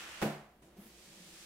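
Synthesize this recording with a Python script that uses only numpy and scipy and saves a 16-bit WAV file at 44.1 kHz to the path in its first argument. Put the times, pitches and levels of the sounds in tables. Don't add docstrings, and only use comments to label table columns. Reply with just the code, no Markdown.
import sys
import numpy as np
from scipy import signal
from scipy.fft import rfft, irfft
from scipy.io import wavfile
from scipy.ndimage import uniform_filter1d

SR = 44100
rng = np.random.default_rng(int(sys.argv[2]) if len(sys.argv) > 2 else 0)


def wav_record(signal):
    frames = np.transpose(np.atleast_2d(signal))
    bounded = np.clip(frames, -1, 1)
    quanta = np.round(bounded * 32767).astype(np.int16)
    wavfile.write(sys.argv[1], SR, quanta)


N = 63945
FFT_SIZE = 73728

# freq_hz, density_db (per Hz)
AIR_SPECTRUM = [(20, -6.5), (35, -13), (58, 1.5), (95, -12.5), (200, -2), (400, -12), (800, -14),
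                (2000, -19.5), (6000, -29.5), (15500, -29.5)]
AIR_DB, HUM_HZ, HUM_DB = -67.5, 59, -77

# time_s, level_db
FIRST_PUSH = [(0, -43), (.05, -49.5), (.1, -47.5), (.17, -50.5), (.218, -47.5), (.26, -110)]
# time_s, level_db
SECOND_PUSH = [(.73, -110), (.77, -68), (.8, -70), (.9, -62.5), (1.0, -59), (1.1, -58), (1.28, -56.5),
               (1.41, -54), (1.45, -55)]
# freq_hz, density_db (per Hz)
FIRST_HISS = [(100, -15), (300, -15), (700, -5), (1200, -1), (1600, 2), (2300, -1), (2800, 1), (4300, -6.5),
              (8000, -10), (12000, -19.5), (15500, -22.5)]
# freq_hz, density_db (per Hz)
SECOND_HISS = [(100, -17), (500, -12.5), (1000, -7.5), (1400, -5.5), (2000, -1), (3300, -0.5), (5000, -1.5),
               (8500, -4), (12000, -11), (15500, -16.5)]
SLIDE_ROOM_DB = -0.5
GRAINS_PER_S, GRAIN_SPREAD_DB, FLUTTER_DB = 16000, 2, 0.5

# time_s, level_db
RUB_LEVEL = [(0, -64), (.2, -62.5), (.3, -82), (.6, -74.5), (.64, -66), (.75, -63.5), (.85, -65.5),
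             (1.05, -66), (1.14, -63), (1.24, -65), (1.31, -61.5), (1.45, -69.5)]
# freq_hz, width_hz, level_db
RUB_MODES = [(155, 16, -7.5), (188, 12, 0), (226.5, 10.4, -1.5), (330.7, 36, 1.5), (364, 19, -11),
             (508, 196, -8)]
RUB_TOP_HZ = 1120

# start_s, ring_db, crack_db, contact_ms
KNOCKS = [(0.2165, -18, -5, 0.93), (.219, -9, -3.5, 0.68), (.2238, -2.5, 2, 0.66), (0.2287, -4, -1, 0.75),
          (0.2348, -8, -14.5, 0.85), (0.2563, -1, -8.5, 1.45), (.277, -13, -19, 1.53), (0.288, -12, -23, 3)]
# start_s, level_db, contact_ms
BUMPS = [(.622, -32, 1.2), (0.768, -27, 0.95), (0.7854, -23.5, 2.2), (1.098, -27, 2.6)]
# freq_hz, level_db, t60_s
SHELF_MODES = [(148.4, -2, 0.262), (185.3, -7, 0.23), (213.6, 0, .3), (289.3, -1.5, 0.22),
               (346.8, -1.5, 0.32), (377.1, -7, 0.31), (450, -9, 0.23), (520, -14.5, 0.35),
               (573, -12.5, .3), (648, -6.5, 0.19), (677, -4, 0.37), (719.3, -8, .46), (800, -14, 0.34)]
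RING_DB, RING_ROOM_DB = -33, -10
RING_LOW_HZ, RING_TOP_HZ = 121, 1060

# freq_hz, density_db (per Hz)
CRACK_SPECTRUM = [(40, -35), (110, -10.5), (300, 6), (700, -0.5), (1100, -4.5), (1400, -5), (1900, -7),
                  (2700, -11.5), (3600, -15), (5500, -20), (8500, -21.5), (15500, -26)]
CRACK_DB, CRACK_DECAY_S, CRACK_ROOM_DB = -28, 0.0046, 2

THUD_START_S, THUD_HZ, THUD_T60_S, THUD_DB = 0.217, 72.5, 0.13, -39.5

# start_s, length_s, attack_s, level_db, bright_hz, boost_db
SCUFFS = [(0.618, 0.017, .005, -63, 9300, 5.5), (0.635, .04, 0.007, -69, 6940, 8),
          (.68, 0.19, .01, -71, 3000, 1), (0.757, 0.12, 0.046, -60.5, 14000, 15.5)]
# freq_hz, density_db (per Hz)
SCUFF_HISS = [(200, -2), (1000, 4.5), (3000, 1), (5000, -6.5), (9000, -8), (13000, -12.5), (15500, -15.5)]
SCUFF_RELEASE_S, SCUFF_WIDTH_OCT = 0.013, 0.71

# start_s, rise_s, fall_s, pitch_hz, level_db
GROANS = [(0.778, 0.014, 0.018, 201, -46), (0.814, 0.0078, 0.022, 201, -55.5),
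          (.853, 0.012, 0.031, 207, -54.5), (1.091, 0.029, 0.053, 176, -63.5),
          (1.151, 0.065, .04, 186.4, -58.5), (1.255, 0.015, 0.022, 185, -57)]
GROAN_WOBBLE, GROAN_OVERTONE_DB = 0.037, -18

# freq_hz, t60_s
ROOM_DECAY = [(80, 0.41), (250, 0.29), (700, .56), (2000, .54), (6000, .48), (14000, 0.38)]
ROOM_BUILD_S = 0.00094
# freq_hz, likeness (0-1)
LIKENESS = [(60, 1), (150, 0.98), (250, 1), (500, 0.85), (1000, 0.57), (2000, 0.15), (4000, 0),
            (15000, 0.2)]
# freq_hz, difference_db
BALANCE = [(200, 0.5), (700, -1.6), (1300, -1.6), (2400, -0.9), (4400, -.4), (8100, -3.5), (12000, -1.5),
           (15000, 2.5)]
TOP_HZ = 15760


def undb(db):
    return 10 ** (np.asarray(db) / 20)


def unit(x):
    return x / np.sqrt(np.mean(x ** 2) + 1e-20)


def times():
    return np.arange(N) / SR


def bins():
    return np.fft.rfftfreq(FFT_SIZE, 1 / SR)


def over_hz(points, hz):
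    freq_hz, value = np.array(points, float).T
    return np.interp(np.log(np.maximum(hz, 1)), np.log(freq_hz), value)


def curve(points):
    return undb(np.interp(times(), *np.array(points, float).T))


def colour(x, gain_db):
    cepstrum = irfft(np.log(undb(gain_db)))
    cepstrum[1:FFT_SIZE // 2] *= 2
    cepstrum[FFT_SIZE // 2 + 1:] = 0
    response = np.exp(rfft(cepstrum))
    return irfft(rfft(x, FFT_SIZE) * response)[..., :N]


def shaped(x, gain_db):
    return colour(x, gain_db) / np.sqrt(np.mean(undb(gain_db) ** 2))


def convolve(x, response):
    full = signal.fftconvolve(np.atleast_2d(x), np.atleast_2d(response), axes=-1)
    return full[:, :N]


def spread(pair):
    likeness = np.clip(over_hz(LIKENESS, bins()), -0.9, 0.999)
    weights = np.sqrt(np.array([1 + likeness, 1 - likeness]) / 2)
    mid, side = rfft(pair, FFT_SIZE) * weights
    return irfft(np.array([mid + side, mid - side]))[:, :N]


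def wander():
    once = uniform_filter1d(rng.standard_normal(N), size=700)
    return unit(uniform_filter1d(once, size=700))


def lag(power, seconds):
    keep = np.exp(-1 / (seconds * SR))
    return signal.lfilter([1 - keep], [1, -keep], power)


def reflections(power):
    noise = rfft(spread(rng.standard_normal((2, N))), FFT_SIZE)
    centres_hz = [hz for hz, _ in ROOM_DECAY]
    arriving = lag(power, ROOM_BUILD_S)
    out = 0
    for (_, t60_s), share in zip(ROOM_DECAY, np.eye(len(ROOM_DECAY))):
        band_gain = over_hz(list(zip(centres_hz, share)), bins())
        band = irfft(noise * band_gain)[:, :N]
        power_decay_s = t60_s / np.log(1000) / 2
        out = out + band * np.sqrt(lag(arriving + 1e-18, power_decay_s))
    return out


def friction():
    happens = rng.random((2, N)) < GRAINS_PER_S / SR
    slips = happens * rng.standard_normal((2, N))
    sizes = undb(GRAIN_SPREAD_DB * rng.standard_normal((2, N)))
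    return spread(unit(slips * sizes)) * undb(FLUTTER_DB * wander())


def scrape(envelope, spectrum_db):
    wet = undb(SLIDE_ROOM_DB)
    direct = envelope * friction()
    room = wet * reflections(envelope ** 2)
    return shaped(direct + room, spectrum_db) / np.hypot(1, wet)


def contact(start_s, contact_ms):
    age = (times() - start_s) / (contact_ms / 1000)
    push = np.sin(np.pi * np.clip(age, 0, 1)) * (age < 1)
    return push / (push.sum() + 1e-12)


def still_air():
    noise = spread(rng.standard_normal((2, N)))
    air = unit(shaped(noise, over_hz(AIR_SPECTRUM, bins())))
    hum = np.sqrt(2) * np.sin(2 * np.pi * HUM_HZ * times())
    return undb(AIR_DB) * air + undb(HUM_DB) * hum


def sliding():
    first = scrape(curve(FIRST_PUSH), over_hz(FIRST_HISS, bins()))
    second = scrape(curve(SECOND_PUSH), over_hz(SECOND_HISS, bins()))
    return first + second


def rubbing():
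    f = np.maximum(bins(), 1)
    response = 0
    for hz, width_hz, db in RUB_MODES:
        response = response + undb(db) / (1 + 1j * hz / width_hz * (f / hz - hz / f))
    response = response / (1 + (f / RUB_TOP_HZ) ** 2)
    drone = irfft(rfft(friction(), FFT_SIZE) * response)[:, :N]
    return curve(RUB_LEVEL) * unit(drone)


def shelf_ring():
    t = times()
    force = sum(undb(db) * contact(s, ms) for s, db, _, ms in KNOCKS)
    force = force + sum(undb(db) * contact(s, ms) for s, db, ms in BUMPS)
    body = 0
    for hz, db, t60_s in SHELF_MODES:
        decay = np.exp(-np.log(1000) * t / t60_s)
        body = body + undb(db) * np.cos(2 * np.pi * hz * t) * decay
    radiated = signal.butter(2, [RING_LOW_HZ, RING_TOP_HZ], "bandpass", fs=SR, output="sos")
    ring = undb(RING_DB) * signal.sosfilt(radiated, convolve(force, body))
    room_response = reflections(signal.unit_impulse(N))
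    return ring + undb(RING_ROOM_DB) * convolve(ring, room_response)


def knock_crack():
    t = times()
    power = 0
    for start_s, _, crack_db, _ in KNOCKS:
        decay = (t >= start_s) * np.exp(-np.abs(t - start_s) / CRACK_DECAY_S)
        power = power + (undb(crack_db) * decay) ** 2
    direct = np.sqrt(power) * friction()
    room = undb(CRACK_ROOM_DB) * reflections(power)
    return undb(CRACK_DB) * shaped(direct + room, over_hz(CRACK_SPECTRUM, bins()))


def floor_thud():
    age_s = np.maximum(times() - THUD_START_S, 0)
    decay = np.exp(-np.log(1000) * age_s / THUD_T60_S)
    return undb(THUD_DB) * np.sin(2 * np.pi * THUD_HZ * age_s) * decay


def scuffs():
    t, out = times(), 0
    for start_s, length_s, attack_s, db, bright_hz, boost_db in SCUFFS:
        attack = np.clip((t - start_s) / attack_s, 0, 1)
        release = np.exp(-np.maximum(t - start_s - length_s, 0) / SCUFF_RELEASE_S)
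        octaves = np.log2(np.maximum(bins(), 1) / bright_hz)
        bell = np.exp(-(octaves / SCUFF_WIDTH_OCT) ** 2)
        spectrum_db = over_hz(SCUFF_HISS, bins()) + boost_db * bell
        out = out + scrape(undb(db) * attack * release, spectrum_db)
    return out


def groans():
    t, out = times(), 0
    for start_s, rise_s, fall_s, hz, db in GROANS:
        pitch_hz = (t >= start_s) * hz * (1 + GROAN_WOBBLE * wander())
        phase = 2 * np.pi * np.cumsum(pitch_hz) / SR
        peak_s = start_s + rise_s
        envelope = np.interp(t, [start_s, peak_s, peak_s + fall_s], [0, 1, 0])
        tone = np.sin(phase) + undb(GROAN_OVERTONE_DB) * np.sin(2 * phase)
        out = out + undb(db) * np.sqrt(2) * envelope * tone
    return out


def scene():
    knock = shelf_ring() + knock_crack() + floor_thud()
    return still_air() + sliding() + rubbing() + knock + scuffs() + groans()


def record(dry):
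    lean_db = over_hz(BALANCE, bins()) / 2
    heard = np.array([colour(dry[0], lean_db), colour(dry[1], -lean_db)])
    low_pass = signal.ellip(12, 0.1, 80, TOP_HZ, fs=SR, output="sos")
    return signal.sosfilt(low_pass, heard)


dry = scene()
out = record(dry)
wav_record(out)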